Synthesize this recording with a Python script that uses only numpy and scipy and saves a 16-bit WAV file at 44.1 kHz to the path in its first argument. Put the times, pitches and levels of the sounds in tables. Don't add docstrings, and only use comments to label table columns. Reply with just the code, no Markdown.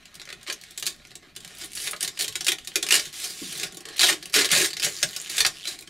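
import sys
import numpy as np
from scipy import signal
from scipy.fft import rfft, irfft
from scipy.io import wavfile
from scipy.ndimage import uniform_filter1d

SR = 44100
rng = np.random.default_rng(int(sys.argv[2]) if len(sys.argv) > 2 else 0)


def attenuation_scalar(level_db):
    decades = np.asarray(level_db, float) / 20
    return 10 ** decades


def materialize(psi):
    bounded = np.clip(np.atleast_2d(psi).T, -1, 1)
    quanta = np.round(bounded * 32767).astype(np.int16)
    wavfile.write(sys.argv[1], SR, quanta)


N = 259746


def evened(x):
    return x / np.sqrt(np.mean(x ** 2) + 1e-20)


def read(points, hz):
    f, value = np.transpose(points)
    return np.interp(np.log(hz + 1), np.log(f + 1), value)


def add(mix, start_s, sound):
    part = mix[round(start_s * SR):][:len(sound)]
    part += sound[:len(part)]


def snaps():
    # start_s, peak_db, pitch_hz, brightness_db
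    corner_snaps = [(0.4988, -13, 4430, -25), (0.5249, -18, 6100, -11.5), (0.7755, -17, 7600, -12.5),
                    (0.825, -15, 3200, -17.5), (0.856, -19, 4300, -12), (0.865, -10.5, 4360, -11),
                    (1.3623, -22, 3480, -14), (1.6356, -24, 3500, -20), (1.7512, -19.5, 10400, -7),
                    (1.7722, -18.5, 4360, -19), (1.91, -17.5, 9900, -2), (1.9323, -18.5, 1370, -37),
                    (2.0067, -14.5, 9100, -13), (2.0272, -9, 9700, -9.5), (2.0763, -14, 4170, -15),
                    (2.173, -22.5, 3100, -22), (2.1904, -13.5, 4230, -12), (2.2434, -14.5, 3270, -17),
                    (2.2794, -14.5, 4000, -13), (2.3545, -12, 3230, -16.5), (2.4074, -15, 5860, -18.5),
                    (2.445, -17.5, 4800, -12), (2.4662, -8, 2500, -16.5), (2.482, -4.5, 2520, -18.5),
                    (2.5181, -8, 2450, -18), (2.6726, -17.5, 4040, -12), (2.7567, -4.5, 2520, -15.5),
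                    (2.8263, -9, 4220, -17), (2.8646, -16.5, 2310, -17), (2.887, -12.5, 2460, -18)]
    pull_snaps = [(2.907, -3, 2480, -18), (2.9948, -12, 5300, -18.5), (3.242, -14.5, 5950, -12),
                  (3.6317, -12.5, 3950, -16), (3.98, -19, 2650, -15), (3.9932, -4.5, 4420, -18),
                  (4.008, -6, 3720, -19), (4.0908, -11.5, 1700, -28), (4.2257, -22, 4100, -19.5),
                  (4.332, -19, 1930, -11), (4.3395, -10.5, 4900, -12), (4.445, -8.5, 1960, -24.5),
                  (4.4541, -10.5, 4430, -16), (4.4888, -15.5, 2980, -20), (4.5148, -3.5, 2880, -12.5),
                  (4.5317, -7.5, 1810, -26), (4.7037, -19.5, 4400, -18), (4.731, -18, 4500, -19),
                  (4.7673, -16.5, 4580, -20), (4.797, -14.5, 4970, -17.5), (4.8203, -15.5, 2660, -20),
                  (4.8662, -16, 1910, -41), (5.028, -2.5, 5940, -19), (5.1626, -14.5, 5200, -12),
                  (5.2966, -16.5, 4100, -13), (5.3803, -6.5, 3960, -19.5), (5.4045, -2, 4200, -18),
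                  (5.4488, -3.5, 4480, -25.5), (5.4637, -5.5, 4100, -15.5), (5.672, -16, 4000, -16)]
    run_slips = [(1.7997, -21.5, 4500, -12), (1.822, -34, 7100, -2), (1.8425, -36, 7100, -6),
                 (1.872, -15, 3900, -25), (2.0467, -15, 4400, -14), (2.2002, -23, 4400, -16),
                 (2.207, -14.5, 3730, -13), (2.2216, -14.5, 4040, -3), (2.487, -8, 3420, -19),
                 (2.9394, -8, 2730, -21), (3.0543, -24.5, 6700, -17), (3.5244, -20, 9500, -17),
                 (3.5744, -23, 4130, 2), (4.0152, -4, 3760, -16), (4.027, -8.5, 2580, -18),
                 (4.04, -24, 2870, -18), (4.0844, -11.5, 1980, -18), (4.0976, -8.5, 1710, -27),
                 (4.126, -12.5, 2840, -19), (4.346, -11, 3020, -11), (4.3604, -6, 6850, -10),
                 (4.388, -11, 2020, -29), (4.4124, -11, 1900, -25), (4.5053, -11.5, 4400, -25),
                 (4.5622, -11, 4460, -11), (4.5688, -12, 4400, -30), (4.5826, -11, 2800, -14),
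                 (4.5986, -9.5, 1950, -19), (4.6135, -9.5, 6940, -19), (4.6442, -10.5, 6340, -23),
                 (4.6564, -13, 1950, -13), (4.832, -14, 2720, -28), (4.846, -8, 6550, -14),
                 (5.3661, -15, 7650, -13)]
    corner_ticks = [(0.0546, -29.5, 2610, -21), (0.1422, -31.5, 3250, -12), (0.1523, -27, 3530, -12),
                    (0.197, -26.5, 4100, -22), (0.2155, -24.5, 2010, -25.5), (0.253, -29.5, 6220, -20),
                    (0.274, -29, 2030, -32), (0.289, -24, 4260, -27), (0.3019, -24, 2000, -26),
                    (0.3261, -20, 2650, -25), (0.4293, -30, 3570, -13), (0.4646, -28, 4170, -30),
                    (0.612, -30, 4260, -7), (0.636, -27, 2200, -17), (0.707, -29.5, 3140, -6),
                    (0.7966, -22, 3010, -3), (1.0499, -32, 2250, -23), (1.1057, -31.5, 4160, -22),
                    (1.1536, -23.5, 7700, -14), (1.2273, -36.5, 1950, -36), (1.4039, -29, 3180, -13),
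                    (1.4466, -24.5, 3070, -14), (0.8735, -13, 4200, -14), (1.5833, -28.5, 1810, 4),
                    (1.7174, -28.5, 9300, -14), (1.963, -24, 4180, -15), (2.324, -25, 3090, -15),
                    (2.584, -22, 2960, -20.5), (2.647, -27.5, 7350, -15), (2.716, -29, 2920, -28)]
    pull_ticks = [(3.5972, -17, 6550, -16), (3.722, -27.5, 6700, -13), (3.745, -27.5, 3950, -11),
                  (3.7698, -22.5, 6330, -10), (3.805, -26.5, 5230, -13), (3.8534, -21, 1780, -20),
                  (3.886, -22.5, 1770, -20), (3.9658, -25, 4200, 4), (4.2555, -21, 2930, -12),
                  (4.296, -28, 4180, -13), (4.3235, -28.5, 4800, -12), (4.501, -18, 3000, -17),
                  (4.9439, -20, 6570, -16), (4.9653, -17.5, 5060, -8), (4.9747, -21, 5160, -11),
                  (4.987, -19, 4300, -16), (5.0034, -22, 6210, -2), (5.0891, -21, 4400, -4),
                  (5.1092, -23, 3260, -4), (5.131, -23, 3250, -13), (5.1998, -19, 6950, -16),
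                  (5.215, -17, 9900, -10), (5.2461, -23, 2870, -6), (5.2603, -20, 3250, -26),
                  (5.2754, -23, 2750, -16), (5.6534, -17.5, 4130, -20), (5.7886, -24.5, 4450, -14),
                  (5.8074, -28.5, 4020, 2), (5.823, -28, 2330, -15), (5.874, -27, 3050, -21)]
    more_ticks = [(.9612, -43, 4200, 3), (0.9983, -40, 1900, -38), (1.0176, -39, 2570, -33),
                  (1.07, -36.5, 6000, -10), (0.411, -36, 3500, -20), (1.1148, -31.5, 4200, -24),
                  (1.3516, -36, 4800, -17), (1.424, -40, 3000, -14), (1.4336, -39, 3400, -12),
                  (1.4757, -28.5, 4200, -11), (1.5495, -31.5, 2700, -3), (1.5705, -33, 4500, -10),
                  (1.644, -23.5, 10000, -3), (1.657, -25, 9300, 0), (1.704, -40, 9000, -4),
                  (1.732, -25, 9000, -11), (2.1673, -42, 4140, 0), (4.923, -21, 5000, -17),
                  (4.9533, -23, 3700, -16), (5.0175, -20, 5200, -23), (5.0976, -32, 7100, -15),
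                  (5.151, -26, 3600, -22), (5.3151, -22, 3570, -8), (5.323, -34, 4200, -12),
                  (5.341, -28, 3600, -14), (.9053, -28, 4300, -12), (0.923, -32, 4600, -12),
                  (4.9922, -25, 5200, -12), (5.1207, -30, 3600, -12), (3.4033, -33, 2200, -19),
                  (3.4784, -30, 4900, -9), (3.669, -33, 10000, -3), (2.737, -38, 4000, -8),
                  (4.326, -30, 6000, -8)]
    rip_ms, tick_ms, taut_ms = 8.2, 5.7, 2.4
    taut_from_s, taut_to_s = 4.9, 5.29
    attack_s, softer_per_db = 0.00083, 0.22
    spike_db, spike_s = -2, 0.0014

    events = [(*row, rip_ms) for table in (corner_snaps, pull_snaps, run_slips) for row in table]
    for table in (corner_ticks, pull_ticks, more_ticks):
        for row in table:
            taut = taut_from_s < row[0] < taut_to_s
            events.append((*row, taut_ms if taut else tick_ms))
    events += creak()

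    out = np.zeros(N)
    t = np.arange(2048) / SR
    hz = np.fft.rfftfreq(2048, 1 / SR)
    for start_s, peak_db, pitch_hz, bright_db, ms in events:
        ring_db, octaves = (7.0, 0.17) if ms > taut_ms else (12.0, 0.35)
        colour = film_colour(hz, bright_db, pitch_hz, ring_db, octaves)
        rip = irfft(rfft(crackle(len(t), per_s=20000, spread_db=2.0)) * colour)
        level = np.sqrt(uniform_filter1d(rip ** 2, 220) + 1e-9)
        rise = np.minimum(t / (attack_s * attenuation_scalar(-softer_per_db * peak_db)), 1)
        shape = rise * np.exp(-(1000 * t / ms) ** 2.85)
        shape *= 1 + attenuation_scalar(spike_db) * np.exp(-(t / spike_s) ** 2)
        add(out, start_s, attenuation_scalar(peak_db - 11.5) * shape * rip / level)
    return out


def creak():
    gaps_s = 0.0142 * 0.915 ** np.arange(9)
    starts_s = 5.5702 + np.cumsum(gaps_s) - gaps_s
    peak_db, pitch_hz, bright_db, ms = -22, 3120, -17, 1.73
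    return [(s, peak_db, pitch_hz, bright_db, ms) for s in starts_s]


def tear(rustle_db):
    # start_s, length_s, start_pull_db, end_pull_db, brightness_db
    runs = [(0.464, 0.016, -45, -27, -23), (0.852, 0.023, -77, -30.5, -14),
            (1.227, 0.074, -51, -53.5, -24.5), (1.567, 0.05, -53, -32, -18.5),
            (1.755, 0.12, -35, -26.5, -11), (2.002, 0.033, -38, -32, -20.5),
            (2.197, 0.02, -21.5, -24.5, -15), (2.467, 0.014, -43, -24, -15),
            (2.919, 0.036, -12.5, -13.5, -15.5), (3.02, 0.045, -36, -35.5, -16),
            (3.128, 0.13, -35.5, -27.5, -13.5), (3.24, 0.062, -46, -32, -13.5),
            (3.289, 0.36, -41.5, -30.5, -14), (3.866, 0.074, -43.5, -39, -26),
            (3.96, 0.038, -32.5, -45, -23.5), (4.032, 0.067, -12, -18, -16.5), (4.34, 0.072, -12, -16, -20),
            (4.522, 0.13, -14.5, -21, -15.5), (4.828, 0.037, -18.5, -23, -15),
            (5.294, 0.11, -34.5, -24.5, -18.5), (5.642, 0.047, -42, -35, -16),
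            (5.677, 0.058, -28.5, -35, -16.5)]
    # time_s, pitch_hz, ring_db
    sheet = [(.5, 4100, 6), (1.27, 4130, 4), (1.62, 4150, -5), (1.76, 10100, 8), (1.9, 9900, 4),
             (2.19, 4430, 9), (2.93, 2880, 4.5), (3.2, 3400, 3.5), (3.31, 5030, 8.5), (3.42, 2210, 2),
             (3.6, 5100, 5), (4.06, 3900, 10), (4.11, 1780, -5), (4.42, 1930, 7.5), (4.52, 4400, -0.5),
             (4.85, 6960, 6), (5.36, 6860, 6), (5.68, 4050, 5)]
    start_s, length_s, _, _, bright_db = np.transpose(runs)
    power = crinkled(rustle_db)
    for row in runs:
        add(power, row[0], attenuation_scalar(2 * (pull(*row[:4]) - 5.0)))

    starts = abs(crackle(N, per_s=320, spread_db=0.6))
    clumps = evened(signal.lfilter([1], [1, -np.exp(-1 / (0.002 * SR))], starts))
    jerky = np.clip(2.4 + np.log10(power) / 1.6, 0.22, 0.85)
    clumps = 1.7 + jerky * clumps
    clumps = clumps / np.sqrt(uniform_filter1d(clumps ** 2, 4000))
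    slips = crackle(N, per_s=11000, spread_db=1.8) * clumps
    hz, t, z = signal.stft(evened(slips), SR, nperseg=256)

    level_db = 10 * np.log10(np.interp(t * SR, np.arange(N), power))
    faint_db = np.clip(-41.5 - level_db, 0, 15)
    bright_db = np.interp(t, start_s + length_s / 2, bright_db) - 0.42 * faint_db
    time_s, sheet_hz, ring_db = np.transpose(sheet)
    pitch_hz = np.exp(np.interp(t, time_s, np.log(sheet_hz)))
    ring_db = np.interp(t, time_s, ring_db)
    colour = film_colour(hz[:, None], bright_db, pitch_hz, ring_db, octaves=0.11)

    wrinkles = rng.standard_normal(z.shape[::-1]).T
    wrinkles = evened(uniform_filter1d(uniform_filter1d(wrinkles, 3, 0), 18, 1))
    flecks = rng.standard_normal(z.shape[::-1]).T
    flecks = evened(uniform_filter1d(uniform_filter1d(flecks, 4, 0), 2, 1))
    fleck_db = 2.5 * np.interp(t * SR, np.arange(N), jerky + 0.25)
    colour *= attenuation_scalar(1.56 * wrinkles + fleck_db * flecks)
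    colour /= np.sqrt((colour ** 2).mean(0))
    sound = signal.istft(z * colour, SR, nperseg=256)[1][:N]
    return np.sqrt(uniform_filter1d(power, 60)) * sound


def pull(start_s, length_s, start_db, end_db):
    t = np.arange(0, length_s + 0.092, 1 / SR)
    release_db_per_s = 370
    held_db = start_db + (end_db - start_db) * np.minimum(t / length_s, 1)
    return held_db - release_db_per_s * np.maximum(t - length_s, 0)


def crinkled(rustle_db):
    crinkle_s, share = 0.004, 0.3
    starts = abs(crackle(N, per_s=140, spread_db=0.5))
    bursts = signal.lfilter([1], [1, -np.exp(-1 / (crinkle_s * SR))], starts)
    return attenuation_scalar(2 * rustle_db) * (1 - share + share * bursts / bursts.mean())


def crackle(count, per_s, spread_db):
    hit, size, sign = rng.random(count), rng.exponential(1, count), rng.standard_normal(count)
    return evened((hit < per_s / SR) * sign * attenuation_scalar(spread_db * np.minimum(size, 4)))


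def film_colour(hz, bright_db, pitch_hz, ring_db, octaves):
    # frequency_hz, level_db
    film = [(290, -80), (500, -12), (721, -18.5), (898, -18), (1280, -13), (1680, -4), (1810, -3),
            (3820, 1), (9600, -1.5), (14900, -14), (15700, -16), (16900, -53)]
    tilt_db = (bright_db + 13.5) * np.clip(np.log2((hz + 1) / 5000), -2.2, 1.6) * 0.5
    bump_db = ring_db * np.exp(-(np.log2((hz + 1) / pitch_hz) / octaves) ** 2)
    return attenuation_scalar(read(film, hz) + tilt_db + bump_db)


def shaken(modes, film, shake_db):
    jerks = film / np.sqrt(uniform_filter1d(film ** 2, 3000) + 1e-12)
    drive = abs(jerks) * rng.standard_normal(N) * attenuation_scalar(shake_db)
    out = np.zeros(N)
    for hz, width_hz, db in modes:
        once = resonate(drive, hz, 2.05 * width_hz)
        out += attenuation_scalar(db) * resonate(once, hz, 2.05 * width_hz)
    return out


def resonate(x, hz, width_hz):
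    r = np.exp(-np.pi * width_hz / SR)
    poles = [1, -2 * r * np.cos(2 * np.pi * hz / SR), r * r]
    return signal.lfilter([(1 - r * r) / 2, 0, (r * r - 1) / 2], poles, x)


def knocks():
    # start_s, peak_db, pitch_hz, t60_s
    bumps = [(0.326, -57, 378, 0.09), (0.485, -46.5, 348, 0.037), (1.0, -56, 556, 0.022),
             (2.759, -42.5, 369, 0.074), (2.913, -49, 405, 0.076), (3.418, -31, 300, 0.018),
             (3.42, -51, 207, 0.086), (3.436, -50, 290, .05), (3.424, -54, 1090, 0.045),
             (3.485, -58, 187, .07), (3.558, -57.5, 181, .12), (3.728, -56, 175, 0.096),
             (3.3, -56, 350, .06), (3.77, -55, 400, .05), (3.803, -56, 330, .06), (4.3, -55, 380, .04),
             (3.902, -55, 347, .05), (2.833, -51, 402, 0.073), (4.872, -50.5, 380, .09),
             (4.015, -59, 45, .12), (5.04, -50, 165, .11), (5.668, -37, 4050, .05), (5.684, -43, 4000, .05),
             (5.449, -41, 790, 0.027), (5.464, -41, 1100, 0.028), (3.634, -38, 400, 0.017),
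             (4.12, -44.5, 333.5, 0.1), (4.358, -37, 430.5, 0.13), (4.36, -50, 198, 0.093),
             (4.518, -48.5, 175, 0.15), (4.58, -47.5, 140, 0.1), (5.027, -55.5, 50.3, 0.081),
             (5.4, -54, 45, 0.097), (5.028, -42, 606, .04), (.49, -52, 1060, 0.068),
             (2.765, -50, 506, 0.063), (4.035, -35.5, 720, 0.078), (4.56, -39, 593, 0.1),
             (4.576, -40.5, 384, 0.13), (4.605, -36.5, 373, 0.11), (4.841, -51, 146, 0.12),
             (2.291, -64, 106.5, .2), (3.636, -57, 165, 0.08), (4.371, -46, 292, 0.16),
             (1.27, -62, 306, 0.063), (5.461, -51.5, 118, 0.08), (5.406, -48, 373, 0.03)]
    out, t = np.zeros(N), np.arange(8000) / SR
    for start_s, peak_db, hz, t60_s in bumps:
        pair = np.sin(2 * np.pi * hz * t) + 0.18 * np.sin(2 * np.pi * 1.4 * hz * t)
        decay = attenuation_scalar(peak_db + 17.0 - 60 * t / max(t60_s, 0.02))
        add(out, start_s, decay * np.minimum(t / 0.0071, 1) * pair)
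    return out


def shelf(x, delay_s, echo_db):
    taps = np.zeros(400)
    taps[round(delay_s * SR) + np.array([0, 9, 23, 44])] = [1, -0.5, 0.45, -0.3]
    return x + attenuation_scalar(echo_db) * signal.oaconvolve(x, taps)[:N]


def room(x, side_db):
    # frequency_hz, side_against_mid_db
    spread = [(40, 0), (200, -19), (550, -9), (1500, -12.5), (3500, -14), (6200, -21), (8600, -10),
              (13000, -18.5)]
    turn = 2 * np.pi * 31 * np.arange(N) / SR
    mid, side = np.zeros((2, N))
    for k in range(3):
        share = np.sqrt(2 / 3) * np.cos(turn + k * np.pi / 3)
        echoes = signal.fftconvolve((x * share)[None], tails(), axes=1)[:, :N]
        mid += echoes[0]
        side += echoes[1]
    side = irfft(rfft(side) * attenuation_scalar(side_db + read(spread, np.fft.rfftfreq(N, 1 / SR))), N)
    return mid + np.array([[1], [-1]]) * side


def tails():
    # frequency_hz, t60_s
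    decay = [(200, 0.19), (530, 0.16), (1400, 0.12), (3700, 0.11), (7000, 0.11), (12000, 0.085)]
    taps = np.zeros((2, SR // 2))
    at = np.arange(220, SR // 2 - 16, 16)
    at = at + rng.integers(0, 16, (2, len(at)))
    np.put_along_axis(taps, at, rng.choice([-1., 1.], at.shape), 1)
    hz, t, z = signal.stft(taps, SR, nperseg=256)
    fade = attenuation_scalar(-60 * t / read(decay, hz)[:, None])
    tail = signal.istft(z * fade, SR, nperseg=256)[1]
    return tail / np.linalg.norm(tail[0])


def hum():
    # frequency_hz, level_db
    spectrum = [(15, -36), (25, 37), (163, 24.5), (266, 30.5), (358, 3), (496, -3), (726, 25.5), (902, -29),
                (1930, 12), (4240, -17.5), (10400, -84.5), (14000, -1), (16500, -58)]
    # frequency_hz, likeness (1 = identical)
    likeness = [(25, 1), (60, 0.99), (150, 0.95), (600, 0.25), (2000, 1), (9000, 1)]
    frames, hz = N // 256 + 5, np.fft.rfftfreq(1024, 1 / SR)
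    a, b, c, d, patches = rng.standard_normal((frames, 513, 5)).T
    patches = evened(uniform_filter1d(uniform_filter1d(patches, 10, 0), 14, 1))
    same = np.clip(read(likeness, hz), -1, 1)[:, None]
    left = a + 1j * b
    right = same * left + np.sqrt(1 - same ** 2) * (c + 1j * d)
    z = np.array([left, right]) * attenuation_scalar(read(spectrum, hz)[:, None] + 2.0 * patches)
    return attenuation_scalar(-62.5) * evened(signal.istft(z, nperseg=1024, noverlap=768)[1][:, :N])


def hiss():
    a, b = rng.standard_normal((N, 2)).T
    taps = signal.firwin(127, [9000, 14500], pass_zero=False, fs=SR)
    pair = np.array([a + 0.1 * b, a - 0.1 * b])
    return attenuation_scalar(-75.5) * evened(signal.oaconvolve(pair, taps[None], "same"))


def scene():
    # time_s, rustle_db, grip_db
    handling = [(0.0, -48.5, -0.5), (0.69, -44.5, -7), (1.33, -53.5, -1.5), (1.52, -39.5, 0),
                (1.88, -46, -0.5), (2.38, -38.5, -3), (2.59, -45, -2.5), (2.77, -43, -6),
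                (2.89, -34.5, 1.5), (3.11, -42, -2.5), (3.49, -33, -2), (3.69, -46, 6.5), (4.3, -43.5, 1.5),
                (4.501, -82, 3), (4.88, -31, -2.5), (5.25, -34.5, -3), (5.56, -38.5, -4),
                (5.89, -52.5, 2.5)]
    # frequency_hz, width_hz, level_db
    shell_modes = [(350.4, 47, -1.5), (443.2, 19, -2.5), (564, 40, -13), (738, 46, -5), (1102, 18, -5.5),
                   (1434, 37, -9.5)]
    # frequency_hz, width_hz, level_db
    board_modes = [(129.5, 21, -4.5), (172.8, 11.3, -2)]
    time_s, *columns = np.transpose(handling)
    rustle_db, grip_db = (np.interp(np.arange(N) / SR, time_s, c) for c in columns)
    film = shelf(snaps() + tear(rustle_db - 9.0), delay_s=0.0049, echo_db=-14.5)

    keep = np.exp(-1 / (0.014 * SR))
    effort_db = 40 + 10 * np.log10(signal.lfilter([1 - keep], [1, -keep], film ** 2) + 1e-6)
    shell = shaken(shell_modes, film, -33 + grip_db + 0.7 * effort_db)
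    board = shaken(board_modes, film, -33.5 + 0.44 * grip_db + 0.26 * effort_db)
    near = film + shell + board + knocks()
    direct = near * attenuation_scalar([[-0.3], [0.3]])
    return direct + attenuation_scalar(-5.5) * room(near, side_db=3.0) + hum() + hiss()


def top_cut(x):
    return signal.sosfilt(signal.butter(12, 16800, fs=SR, output="sos"), x)


def record(dry):
    # frequency_hz, width_hz, depth_db
    dips = [(492, 14.2, -32.5), (910, 23, -23), (1532, 47, -12)]
    hz = np.fft.rfftfreq(N, 1 / SR)
    dips_db = sum(db / (1 + (2 * (hz - f) / width_hz) ** 2) for f, width_hz, db in dips)
    heard = irfft(rfft(dry, axis=1) * attenuation_scalar(dips_db), N, axis=1)
    ceiling = attenuation_scalar(-1.5)
    rounded = ceiling * np.tanh(heard / ceiling)
    low_pass = signal.firwin(63, 16000, fs=SR)[None]
    return top_cut(signal.oaconvolve(rounded, low_pass, "same"))


dry = scene()
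out = record(dry)
materialize(out)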